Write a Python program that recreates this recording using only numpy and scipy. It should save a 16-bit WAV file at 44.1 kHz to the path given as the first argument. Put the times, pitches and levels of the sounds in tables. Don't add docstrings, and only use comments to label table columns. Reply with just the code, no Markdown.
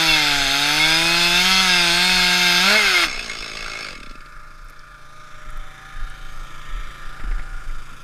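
import sys
import numpy as np
from scipy import signal
from scipy.fft import next_fast_len
from scipy.io import wavfile
from scipy.ndimage import uniform_filter1d

SR = 44100
rng = np.random.default_rng(int(sys.argv[2]) if len(sys.argv) > 2 else 0)


def makeup_ratio(level_db):
    decades = np.asarray(level_db, float) / 20
    return 10 ** decades


def wrap_up_sound(samples):
    columns = np.atleast_2d(samples).T
    tamed = np.clip(columns, -1, 1)
    steps = np.round(tamed * 32767).astype(np.int16)
    wavfile.write(sys.argv[1], SR, steps)


N = 354123
T = np.arange(N) / SR

# frequency in Hz, level in dB.
WIND_BODY = [(5.9, -6), (10, 7), (28, -2), (40, 2.5), (75, -66), (107, -58), (130, -30), (170, -86),
             (290, -120)]
# peak time in seconds, level in dB, half length in seconds.
GUSTS = [(0.107, -29, 0.043), (0.402, -29, 0.084), (0.852, -36, .08), (1.3, -35, 0.44), (2.701, -42, 0.048),
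         (3.15, -28.5, 0.031), (3.417, -44, 0.032), (3.674, -38, 0.032), (3.893, -42, 0.034),
         (4.08, -35, 0.03), (4.5, -41, 0.2), (5.05, -41.5, 0.034), (5.17, -44, 0.027),
         (5.497, -27.5, 0.034), (5.585, -25.5, 0.06), (6.004, -21, 0.037), (6.1, -30, .03),
         (6.24, -30, .03), (6.36, -29, .08), (6.55, -33, .1), (6.74, -23, .05), (6.85, -26, .05),
         (7.07, -24, .04), (7.26, -20, .04), (7.338, -19.5, 0.071), (7.557, -25, 0.045),
         (7.696, -21.5, 0.034), (7.773, -20.5, 0.025), (7.89, -35, 0.059)]
# start in seconds, level in dB, centre in Hz, width in Hz.
LEAF_TICKS = [(4.6463, -45, 11500, 6000), (4.6853, -40, 8000, 6000), (4.698, -38, 9500, 9000),
              (4.706, -44, 10000, 8000), (4.792, -38, 5160, 920), (4.793, -49, 8650, 4000),
              (5.3966, -53, 9700, 2500), (5.504, -35, 9800, 2600), (5.5727, -41, 11000, 5000),
              (6.0993, -37, 9000, 3200), (7.3014, -45, 7800, 3000)]
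# start in seconds, low level in dB, knock level in dB, low pitch in Hz.
WOOD_BUMPS = [(4.700, -45, -50, 474), (5.459, -44, -56, 300), (5.47, -30, -60, 70), (5.96, -34, -62, 65),
              (6.499, -41, -50, 170), (6.51, -40, -60, 90), (7.194, -38, -36, 310), (7.236, -34, -44, 217),
              (7.272, -37, -55, 200), (7.311, -33, -36, 290), (7.393, -38, -35, 300),
              (7.695, -43, -41, 220), (7.915, -41, -55, 165), (7.935, -42, -58, 160)]
# start in seconds, level in dB.
MOUNT_RAPS = [(7.1965, -24), (7.208, -30), (7.241, -30), (7.3135, -25), (7.321, -29), (7.381, -27),
              (7.3955, -24)]

# frequency in Hz, level in dB.
SPLITTER_BODY = [(41, -40), (70, -1), (144, -12.5), (302, -24), (346, -11), (542, -18), (694, -14),
                 (777, -19.5), (930, -13), (1220, -4.5), (2740, -22.5), (3590, -15), (4200, -26.5),
                 (9870, -38), (15100, -46)]
# centre in Hz, width in Hz, lift in dB.
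SPLITTER_RINGS = [(825, 66, 6), (1210, 23, -7), (1384, 87, 10), (1480, 55, 5.5), (1720, 240, 8),
                  (2340, 92, 6.5), (3304, 136, -5), (4930, 170, 4.5)]
# frequency in Hz, level in dB.
HUM_BODY = [(60, -23), (110, -7.5), (137, 4), (165, -7), (250, -11), (350, -11.5), (440, -24), (550, -10),
            (700, -19)]
# multiple of the firing rate, loudest time in seconds, half length in seconds, level against the drone in dB.
PUMP_LINES = [(20, 6.9, 1.5, -15), (22, 4.13, 1.14, -12), (22, 5.42, 0.41, -11), (22, 6.7, 0.36, -20),
              (28, 5.94, .5, -10.5), (28, 7.45, 0.39, -10.5), (44, 4.18, 0.87, -1), (44, 5.27, 0.39, -2.5),
              (44, 5.95, .15, -4), (44, 6.86, 1, -2.5), (46, 4.4, 0.81, -6.5), (46, 5.5, 0.43, -8),
              (48, 6.78, 0.48, -0.5), (49, 3.8, 0.79, -6), (49, 5.42, 0.21, -1), (49, 7.9, 0.18, -4),
              (52, 7.55, 0.13, -0.5), (50, 4.05, .4, -5), (45, 5.55, .5, -10), (52, 6.4, .3, -10),
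              (54, 5.4, .3, -7), (62, 6.6, 0.33, -12), (66.6, 6.76, 0.52, -5.5), (79, 4.3, 0.68, -15),
              (87.3, 7.4, 0.92, -16), (131, 5.7, 1.5, -22)]
# time in seconds, firings per second.
GOVERNOR_SPEED = [(4.1, 27.3), (4.25, 27.5), (4.4, 27.3), (4.55, 27.5), (4.87, 27.4), (5.04, 27.18),
                  (5.18, 27.85), (5.32, 27.5), (5.57, 27.7), (5.7, 27.2), (5.92, 27.95), (6.09, 27.4),
                  (6.47, 27.3), (6.57, 27.5), (6.92, 27.25), (7.45, 27.5), (7.75, 27.45), (8.03, 27.7)]
# time in seconds, gain in dB.
FACING = [(4.3, -18), (4.62, -22), (4.84, -20.5), (5.39, -8.5), (5.72, -5.5), (6.3, 2), (6.97, 2.5),
          (7.49, -1), (8.03, -3.5)]
# level when faced in dB, share of the turn it follows (no unit).
SPLITTER_PARTS = [
    (-50.5, 0.29),
    (-42.5, 0.25),
    (-50.5, 0.35),
    (-55.5, 0.93),
    (-62.5, 0.24),
    (-52.5, 0.28),
]

# frequency in Hz, level in dB.
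IDLE_BODY = [(590, -54), (950, -21), (1170, -1.5), (1630, -1.5), (1830, -9), (2190, -1.5), (2940, -7.5),
             (5320, -6.5), (5960, -18.5), (8280, -19.5), (15100, -41)]
# centre in Hz, width in Hz, lift in dB.
IDLE_RINGS = [(1653, 26, 8), (2177, 53, 10.5), (2596, 160, 8.5), (3484, 69, 9), (4720, 90, 6.5),
              (5300, 96, 7.5), (6520, 350, 7.5), (8350, 430, 4)]
# time in seconds, crank speed in Hz.
IDLE_SPEED = [(3.05, 67.7), (3.186, 60.14), (3.308, 55.4), (3.408, 54.5), (3.798, 54.88), (3.856, 50.5),
              (4.058, 35.6), (4.19, 26.1), (4.2, 25.7)]
# multiple of the crank speed, level in dB.
THUD_ORDERS = [(2, -9.5), (3, -8), (4, -5), (5, -10), (6, -8), (7, -3), (8, -6), (9, -8), (10, -17),
               (11, -4), (12, -6.5), (13, -9), (15, -10.5)]
# start in seconds, length in seconds, depth in dB.
MISFIRES = [(3.147, 0.11, -1), (3.404, 0.11, 0), (3.65, .13, -4)]
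# time in seconds, level over the usual in dB.
HARD_BURNS = [(3.1936, 5), (3.2619, 3.5), (3.2973, 4), (3.3507, 1.5), (3.4435, 2), (3.4809, 1.5),
              (3.5707, 3), (3.6251, 1.5), (3.7169, 2.5), (3.7912, 2), (3.8461, 3.5), (3.864, -1),
              (3.886, 0.5), (3.907, -1), (3.93, -5), (3.59, -2), (3.607, -1)]
# time in seconds, rattle level in dB, thud level in dB.
COAST_STROKES = [(3.952, -27, -46), (3.976, -33, -45), (4.001, -29, -45), (4.03, -26.5, -46),
                 (4.0603, -31, -46), (4.0944, -33, -51), (4.11, -33.5, -45), (4.153, -36, -45.5),
                 (4.2048, -35, -53), (4.259, -37, -56), (4.3216, -42, -58), (4.395, -45, -60),
                 (4.502, -49, -60)]
# frequency in Hz, level in dB.
PUFF_BODY = [(80, -36), (150, 1), (250, 8), (350, 1), (600, -6), (1000, -33)]

# start in seconds, level in dB, time to fade by 60 dB in seconds.
CHAIN_BRAKE = (3.036, -12.5, 0.04)

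# time in seconds, crank speed in Hz, effort in dB.
CUT_SPEED = [(0.0, 164.2, -18.5), (0.1, 159.3, -19), (0.23, 148.7, -21), (0.33, 142.9, -21),
             (0.48, 136.8, -23), (0.68, 146.4, -21.5), (0.88, 158.5, -20.5), (1.06, 167.6, -20.5),
             (1.21, 172.6, -20), (1.32, 173.3, -19.5), (1.51, 188.5, -17), (1.62, 189.3, -17.5),
             (1.72, 179.7, -18), (1.91, 169.9, -19), (2.07, 183.1, -18), (2.13, 183.5, -18),
             (2.25, 179.1, -18), (2.4, 179, -18), (2.53, 176.1, -17.5), (2.6, 178.4, -18)]
# time in seconds, crank speed in Hz, effort in dB.
RACE_SPEED = [(2.7, 202.7, -15.5), (2.736, 211.2, -16), (2.776, 217.6, -18.5), (2.814, 208.7, -19.5),
              (2.864, 196.8, -18.5), (2.952, 178.6, -19), (3.01, 171.9, -18.5), (3.034, 166.8, -18.5),
              (3.07, 154, -22)]
# frequency in Hz, level in dB.
CUT_BODY = [(240, -44), (400, -16.5), (594, -10.5), (702, -13), (1140, -12.5), (1570, -2), (1860, -6.5),
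            (2130, 1), (2970, -9.5), (3520, -6), (5140, 1), (5720, -9), (15100, -24.5)]
# centre in Hz, width in Hz, lift in dB.
CUT_RINGS = [(1340, 184, 6), (1632, 130, 3.5), (2152, 72, 10.5), (2640, 440, 10.5), (3200, 230, 4.5),
             (3540, 750, 10), (4000, 80, -7.5), (4310, 600, 1.5), (4600, 140, -6.5), (5000, 320, 2.5)]
# centre in Hz, width in Hz, lift in dB.
FIZZ_RINGS = [(6360, 930, 9), (8040, 210, 4.5), (9500, 1800, 6), (11720, 380, 7), (13700, 600, 6.5)]
# frequency in Hz, lift in dB.
ORDER_CLARITY = [(1100, -2.5), (1900, 3), (2150, 3), (2400, 4), (3500, 4.5), (4400, 8.5), (5100, 2.5),
                 (5600, 7), (6500, -44)]
# frequency in Hz, level in dB.
EXHAUST = [(120, -45), (195, -28), (270, -36), (335, -30), (390, -43), (680, -32.5), (950, -33),
           (1400, -41)]
# centre in Hz, width in Hz, lift in dB.
EXHAUST_DIPS = [(561.5, 89, -14), (1075, 45, -14)]
# start in seconds, length in seconds, order, lift in dB.
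ORDER_LOCKS = [(0, 0.05, 22, 4), (.09, .09, 22, 7), (.09, 0.08, 17, 9), (0, .2, 14, 4), (.04, .12, 27, 4),
               (.04, .1, 31, 4), (.17, .08, 23, 4), (.24, .13, 24, 5), (.36, .24, 26, 4), (.37, .3, 31, 6),
               (.58, .17, 30, 5), (.68, .14, 29, 5), (.45, .4, 16, 3), (.6, .35, 10, 3), (.57, 0.15, 24, 4),
               (0.806, 0.23, 22, 9), (0.802, 0.13, 14, 11.5), (0.84, .56, 15, 7), (1.05, .11, 15, 5.5),
               (0.896, 0.18, 31, 8), (1.058, 0.22, 25, 7.5), (1.174, 0.15, 29, 7), (1.17, .1, 24, 6),
               (1.2, 0.21, 20, 8), (1.29, .08, 21, 5), (1.43, 0.22, 18, 6.5), (1.44, .2, 17, 5),
               (1.44, 0.2, 23, 4.5), (1.445, 0.24, 7, 7), (1.448, 0.24, 11, 4.5), (1.66, 0.98, 20, 4),
               (1.7, 0.28, 15, 3), (1.69, 0.35, 9, 5.5), (1.696, 0.13, 28, 9), (1.7, 0.091, 12, 3.5),
               (1.7, .3, 21, 3), (1.78, .17, 26, 3), (1.88, .12, 25, 4), (1.944, 0.56, 24, 4),
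               (2.021, 0.24, 23, 6), (1.99, 0.6, 12, 2.5), (2.147, .45, 15, 3), (2.18, 0.45, 9, 4.5),
               (2.121, 0.5, 28, 4), (2.1, .15, 14, 4), (1.38, .12, 24, 5), (2.24, .38, 21, 3),
               (2.52, .1, 25, 5), (2.63, .17, 7, 5), (2.83, .08, 13, 4)]
# start in seconds, length in seconds, order, level in dB.
BAR_SINGS = [
    (2.745, .088, 10, -18.5),
    (2.857, .046, 11, -21.5),
    (2.933, .056, 12, -21.5),
]
# multiple of the crank speed, level in dB.
SPINNING_ORDERS = [(1, -41), (2, -34.5), (3, -39), (4, -36), (5, -41), (6, -40.5), (7, -34), (8, -32),
                   (9, -34)]


def evened(x):
    return x / np.sqrt(np.mean(x ** 2) + 1e-20)


def columns(rows, t=T):
    s, *values = np.transpose(rows)
    return [np.interp(t, s, v) for v in values]


def body_db(points, rings, hz):
    f, db = np.transpose(points)
    base = np.interp(np.log(hz + 1), np.log(f + 1), db, left=-90, right=-90)
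    return base + sum(lift / (1 + (2 * (hz - c) / w) ** 2) for c, w, lift in rings)


def sliding_db(points, rings, hz, step):
    return body_db(points, rings, hz[::step]).repeat(step)[:len(hz)]


def colour(x, points, rings=()):
    gain = np.log(makeup_ratio(body_db(points, rings, abs(np.fft.fftfreq(16384, 1 / SR)))))
    taps = np.fft.ifft(np.exp(gain - 1j * signal.hilbert(gain).imag)).real[:8192]
    return signal.oaconvolve(x, taps)[:len(x)]


def band(x, lo_hz, hi_hz):
    return evened(signal.sosfilt(signal.butter(3, [lo_hz, hi_hz], "band", fs=SR, output="sos"), x))


def drift(count, span, size=N):
    knots = rng.standard_normal((count, int(size / SR / span) + 3))
    at = np.arange(0, size, 32) / SR / span
    rows = np.array([np.interp(at, np.arange(len(k)), k) for k in knots])
    return rows.repeat(32, axis=1)[:, :size] * 1.2


def gate(t0, t1, rise, fall, t=T):
    return np.clip((t - t0) / rise, 0, 1) * np.clip((t1 - t) / fall, 0, 1)


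def patchy(x, depth_db, bins, frames):
    z = signal.stft(x, nperseg=512)[2]
    field = uniform_filter1d(rng.standard_normal(z.shape), int(bins), 0)
    field = uniform_filter1d(field, int(frames), 1)
    return signal.istft(z * makeup_ratio(depth_db * evened(field)), nperseg=512)[1][:len(x)]


def wind():
    breeze_db = -41.5 + 4.5 * drift(1, 0.046)[0]
    gusts = sum(makeup_ratio(2 * db) * np.exp(-((T - s) / half) ** 2) for s, db, half in GUSTS)
    level_db = 10 * np.log10(makeup_ratio(2 * breeze_db) + gusts)
    lumps = band(colour(rng.standard_normal(N), WIND_BODY), 10, 32)
    envelope = abs(signal.hilbert(lumps, next_fast_len(N)))[:N]
    lumps = band(lumps / (envelope + .15), 8, 42)
    flutter = band(rng.standard_normal(N), 39, 116) * abs(lumps) * makeup_ratio(0.68 * (level_db + 28.0) - 54)
    rumble = signal.sosfilt(signal.butter(4, 48, fs=SR, output="sos"), makeup_ratio(level_db) * lumps)
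    return rumble + flutter


def ticks():
    out, t = np.zeros(N), T[:600]
    for s, db, hz, wide_hz in LEAF_TICKS:
        noise = rng.standard_normal(600)
        snap = band(noise, max(hz - wide_hz / 2, 500), min(hz + wide_hz / 2, 16000)) * makeup_ratio(-60 * t / 0.0087)
        out[round(s * SR):][:600] += makeup_ratio(db) * snap / abs(snap).max()
    return out


def bumps():
    out, t = np.zeros(N), T[:4000]
    for s, db, top_db, hz in WOOD_BUMPS:
        blow = rng.standard_normal(4000) + 14 * (t == t[40])
        low = band(blow, 0.32 * hz, 1.4 * hz) * makeup_ratio(db - 0.5 - 60 * t / 0.061)
        top = band(blow, 1860, 2270) + 0.4 * band(blow, 330, 1760)
        top = top * makeup_ratio(top_db - 3 - 60 * t / 0.1)
        attack = np.clip(t / 0.0042, 0, 1) * (1 + 0.74 * makeup_ratio(-60 * t / 0.0068))
        out[round(s * SR):][:4000] += (low + top) * attack
    return out


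def raps():
    out, t = np.zeros(N), T[:300]
    push = np.exp(-((t - .001) / 0.000093) ** 2)
    swing_back = 0.34 * np.exp(-((t - .0025) / 0.0011) ** 2)
    for s, db in MOUNT_RAPS:
        out[round(s * SR):][:300] += makeup_ratio(db) * (push - swing_back)
    return out


def pump(turns):
    sway = drift(count=2 * len(PUMP_LINES), span=0.098)
    out = np.zeros(N)
    for (k, s, half, db), level, phase in zip(PUMP_LINES, sway[::2], sway[1::2]):
        swell = makeup_ratio(db + 1.6 * level) * np.exp(-((T - s) / half) ** 2)
        out += swell * np.cos(2 * np.pi * (round(k) * turns + .12 * phase))
    return out


def splitter():
    facing_db = columns(FACING)[0]
    parts_db = [db + share * facing_db for db, share in SPLITTER_PARTS]
    hum_db, drone_db, knock_db, gap_db, clatter_db, fizz_db = parts_db
    firing_hz = 27.42
    turns = np.cumsum(columns(GOVERNOR_SPEED)[0]) / SR
    fired = np.diff(np.floor(turns), prepend=0)
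    pop = signal.oaconvolve(fired, rng.standard_normal(900) * makeup_ratio(-60 * T[:900] / 0.42))[:N]
    throb = 2.3 + np.exp(-(turns % 1) / 4.8) + 2.0 * np.exp(-((turns + .5) % 1) / 0.63)
    source = .8 * evened(pop) + evened(throb * rng.standard_normal(N))
    engine = patchy(colour(source, SPLITTER_BODY, SPLITTER_RINGS), 2.2, 5.4, 70)
    hum = sum(makeup_ratio(body_db(HUM_BODY, (), k * firing_hz)) * np.cos(2 * np.pi * (k * turns + .5 * rng.random()))
              for k in range(3, 25))
    hum = evened(hum) + .5 * band(engine, 56, 490)
    drone = .9 * band(engine, 700, 2000)
    shifted = np.roll(engine, round(3 * SR / firing_hz))
    return (makeup_ratio(hum_db) * hum + makeup_ratio(drone_db) * (drone + pump(turns))
            + makeup_ratio(knock_db) * band(engine, 2090, 2670) + makeup_ratio(gap_db) * band(shifted, 2580, 3270)
            + makeup_ratio(clatter_db) * band(engine, 3140, 4660) + makeup_ratio(fizz_db) * band(shifted, 4730, 14300))


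def idle_exhaust(halves, dying, thud_db):
    n = int(4.2 * SR)
    sway = drift(count=len(THUD_ORDERS), span=.04, size=n)
    orders = np.zeros(n)
    for (k, db), w in zip(THUD_ORDERS, sway):
        phase = np.pi * k * (halves[:n] - .8) + 0.33 * rng.standard_normal()
        orders += makeup_ratio(db + 2.2 * w - k * dying[:n]) * np.cos(phase)
    missing = sum(makeup_ratio(db) * gate(s, s + length, 0.023, 0.023, T[:n]) for s, length, db in MISFIRES)
    orders = orders * (1 + missing * np.cos(np.pi / 2 * halves[:n]))
    breath = band(np.exp(-(halves / 2 % 1) / 0.35) * rng.standard_normal(N), 180, 1040)
    thud = np.pad(evened(orders), (0, N - n)) + 0.63 * breath
    return thud * makeup_ratio(thud_db) * gate(3.05, 3.953, 0.012, .008)


def idling():
    since = np.maximum(T - 3.05, 0)
    dying = np.clip(T - 3.796, 0, .3)
    hz = columns(IDLE_SPEED)[0]
    turns = np.cumsum(hz) / SR
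    glow_db = 10 * np.exp(-since / 0.049)
    thud_db = -44.5 + glow_db - 6 * dying
    rattle_db = -31.5 + glow_db - 26 * dying
    beat = round(3.5695 * SR)
    halves = 2 * (turns - turns[beat] + .012 * drift(1, .03)[0])
    count = np.maximum.accumulate(np.floor(halves)).astype(int)
    strokes = np.diff(count, prepend=count[0]) * gate(3.05, 3.94, .02, .005)
    burn_db = 1.2 * rng.standard_normal(size=200)[count % 200]
    hard_db = sum(db * (abs(T - s) < .006) for s, db in HARD_BURNS)
    power_stroke = np.where(count % 2 == 0, 1, .22)
    slower = np.sqrt(55 / hz)
    exhaust = idle_exhaust(halves, dying, thud_db)
    rattles = strokes * power_stroke * makeup_ratio(rattle_db + burn_db + hard_db) * slower
    puffs = np.zeros(N)
    for s, db, low_db in COAST_STROKES:
        rattles[round(s * SR)] += makeup_ratio(db - 9.5)
        lag_s = .008 * (s < 4.1)
        puffs[round((s + lag_s) * SR)] += makeup_ratio(low_db)
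    t = T[:6000]
    burst = (makeup_ratio(-60 * t / .017) + .03 * makeup_ratio(-60 * t / .3)) * np.clip(t / .0045, 0, 1)
    noise = signal.oaconvolve(rattles, burst)[:N] * rng.standard_normal(N) + rattles
    click = 1.0 * (np.arange(8192) == 0)
    puff_size = np.linalg.norm(colour(click, PUFF_BODY))
    rattle_size = np.linalg.norm(colour(click, IDLE_BODY, IDLE_RINGS))
    clatter = patchy(colour(noise, IDLE_BODY, IDLE_RINGS), 2.2, 5.5, 12)
    jingle = signal.sosfilt(signal.butter(2, [6300, 6750], "band", fs=SR, output="sos"), clatter)
    jingle = jingle * 1.3 * np.exp(-(since / .5) ** 2)
    return exhaust + 27 * colour(puffs, PUFF_BODY) / puff_size + 5.28 * (clatter + jingle) / rattle_size


def brake():
    s, db, t60 = CHAIN_BRAKE
    fade = makeup_ratio(db - 60 * np.maximum(T - s, 0) / t60) * np.clip((T - s) / 0.0019, 0, 1)
    return fade * band(rng.standard_normal(N), 808, 2700)


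def crank_orders(hz, turns, wander, slip, t):
    lift_db = wander + 2.3 * slip[::-1]
    for s, length, k, db in ORDER_LOCKS:
        lift_db[round(k)] += db * gate(s - .005, s + length, 0.0061, 0.0025, t)
    out = np.zeros(len(t))
    for k in range(7, 38):
        db = sliding_db(CUT_BODY, CUT_RINGS, k * hz, 64) + sliding_db(ORDER_CLARITY, (), k * hz, 64)
        phase = 2 * np.pi * (k * turns + .45 * rng.random()) + .016 * k * slip[k]
        out += makeup_ratio(db + lift_db[k]) * np.cos(phase)
    return out


def exhaust_orders(hz, turns, wander, free, shut, coasted):
    throttle_db = -6 * shut - 43 * coasted
    out = np.zeros(len(hz))
    for k in range(1, 7):
        db = sliding_db(EXHAUST, EXHAUST_DIPS, k * hz, 16) + throttle_db + 0.33 * wander[k - 1]
        db = db + 11 * free * (k in (2, 3))
        db = db + 3 * shut * (k == 1)
        out += makeup_ratio(db) * np.cos(2 * np.pi * (k * turns + rng.random()))
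    return np.sqrt(2) * out


def bar_singing(turns, throb, slip, t):
    out = np.zeros(len(t))
    for s, length, k, db in BAR_SINGS:
        k = round(k)
        level = makeup_ratio(db + 7.5 - 55 * np.maximum(t - s - .02, 0) + slip[k])
        level = level * gate(s, s + length, .011, 0.017, t) * (0.79 + .3 * throb)
        out += level * np.cos(2 * np.pi * k * turns + 0.33 * slip[k + 1])
    return out


def cutting():
    n = int(3.2 * SR)
    t = T[:n]
    hz, scream_db = columns(CUT_SPEED + RACE_SPEED, t)
    free = np.clip((t - 2.636) / 0.076, 0, 1)
    throttle_shut_s = 2.77
    shut = np.clip((t - throttle_shut_s) / 0.0083, 0, 1)
    race, coasted = free * (1 - shut), np.maximum(t - throttle_shut_s, 0)
    rasp = (1 - shut) * (.36 - .004 * (hz - 137)) + .34 * shut + .25 * race
    rasp = np.clip(rasp, 0, 1)
    ring_db = -32.5 + 11.5 * free - 10 * coasted
    fizz_db = -27.5 + 0.55 * (1 - shut) * (scream_db + 18.0)
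    growl_db = -21.5 + 0.45 * (1 - shut) * (scream_db + 16) + 6 * race

    turns = np.cumsum(hz * (1 + 0.0021 * drift(1, .012, n)[0])) / SR
    wander, slip = drift(count=40, span=.2, size=n), drift(count=40, span=.02, size=n)
    orders = evened(crank_orders(hz, turns, wander, slip, t))
    throb = 0.47 + np.exp(-((turns + 0.11) % 1) / 0.4) + 0.05 * drift(1, .015, n)[0]
    hiss = band(colour(throb * rng.standard_normal(n), CUT_BODY, CUT_RINGS), 474, 5400)
    scream = np.sqrt(1 - rasp) * orders + np.sqrt(rasp) * hiss
    growl, upper = band(scream, 547, 1654), band(scream, 2435, 6100)

    ring = 0.78 * band(orders + 0.4 * hiss, 2083, 2198) + .5 * band(scream, 2050, 2300)
    singing = sum(gate(s, s + length, .006, 0.018, t) for s, length, *_ in BAR_SINGS)
    ring = ring * gate(-1, 3.03, .01, .04, t) * (1 - 0.96 * singing)

    chips = 1 + signal.oaconvolve(rng.random(n) < 12 / SR, makeup_ratio(-60 * T[:400] / 0.0091))[:n]
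    fizz = colour((4.1 + throb) * chips * rng.standard_normal(n), CUT_BODY, FIZZ_RINGS)
    fizz = band(patchy(fizz, 2.6, 5.5, 60), 5400, 17400)
    spinning = shut * sum(makeup_ratio(db + 1.2 * slip[round(k)]) * np.cos(2 * np.pi * (round(k) * turns + rng.random()))
                          for k, db in SPINNING_ORDERS)
    grit = makeup_ratio(-48.5) * band(rng.standard_normal(n), 46, 760)

    bites = np.diff(np.floor(turns + .03 * slip[1]), prepend=0) * makeup_ratio(3.1 * rng.standard_normal(n))
    bites = evened(bites) + .35 * throb * rng.standard_normal(n)
    labour = np.clip((175.4 - hz) / 12, 0, 1) * (1 - free)
    buried = makeup_ratio(-27) * labour * (band(bites, 3270, 3840) + 0.48 * band(bites, 4276, 4500))
    screech = makeup_ratio(-24.5) * race ** 2 * band(hiss, 3840, 4600)

    out = exhaust_orders(hz, turns, wander, free, shut, coasted) + spinning + grit + buried + screech
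    out = out + makeup_ratio(growl_db) * growl + makeup_ratio(scream_db) * upper + makeup_ratio(ring_db) * ring + makeup_ratio(fizz_db) * fizz
    out = out + bar_singing(turns, throb, slip, t)
    return np.pad(out, (0, N - n)) * gate(-1, 3.085, .01, 0.043)


def scene():
    background = wind() + ticks() + bumps() + raps() + splitter()
    saw = idling() + brake() + cutting()
    return (background + saw)[None]


def top_cut(x):
    return signal.sosfilt(signal.butter(12, 15280, fs=SR, output="sos"), x)


def record(dry):
    taps = signal.firwin(1023, 15250, window=("kaiser", 9), fs=SR)
    mix = signal.oaconvolve(dry, taps[None], "same")
    return top_cut(mix)


dry = scene()
out = record(dry)
wrap_up_sound(out)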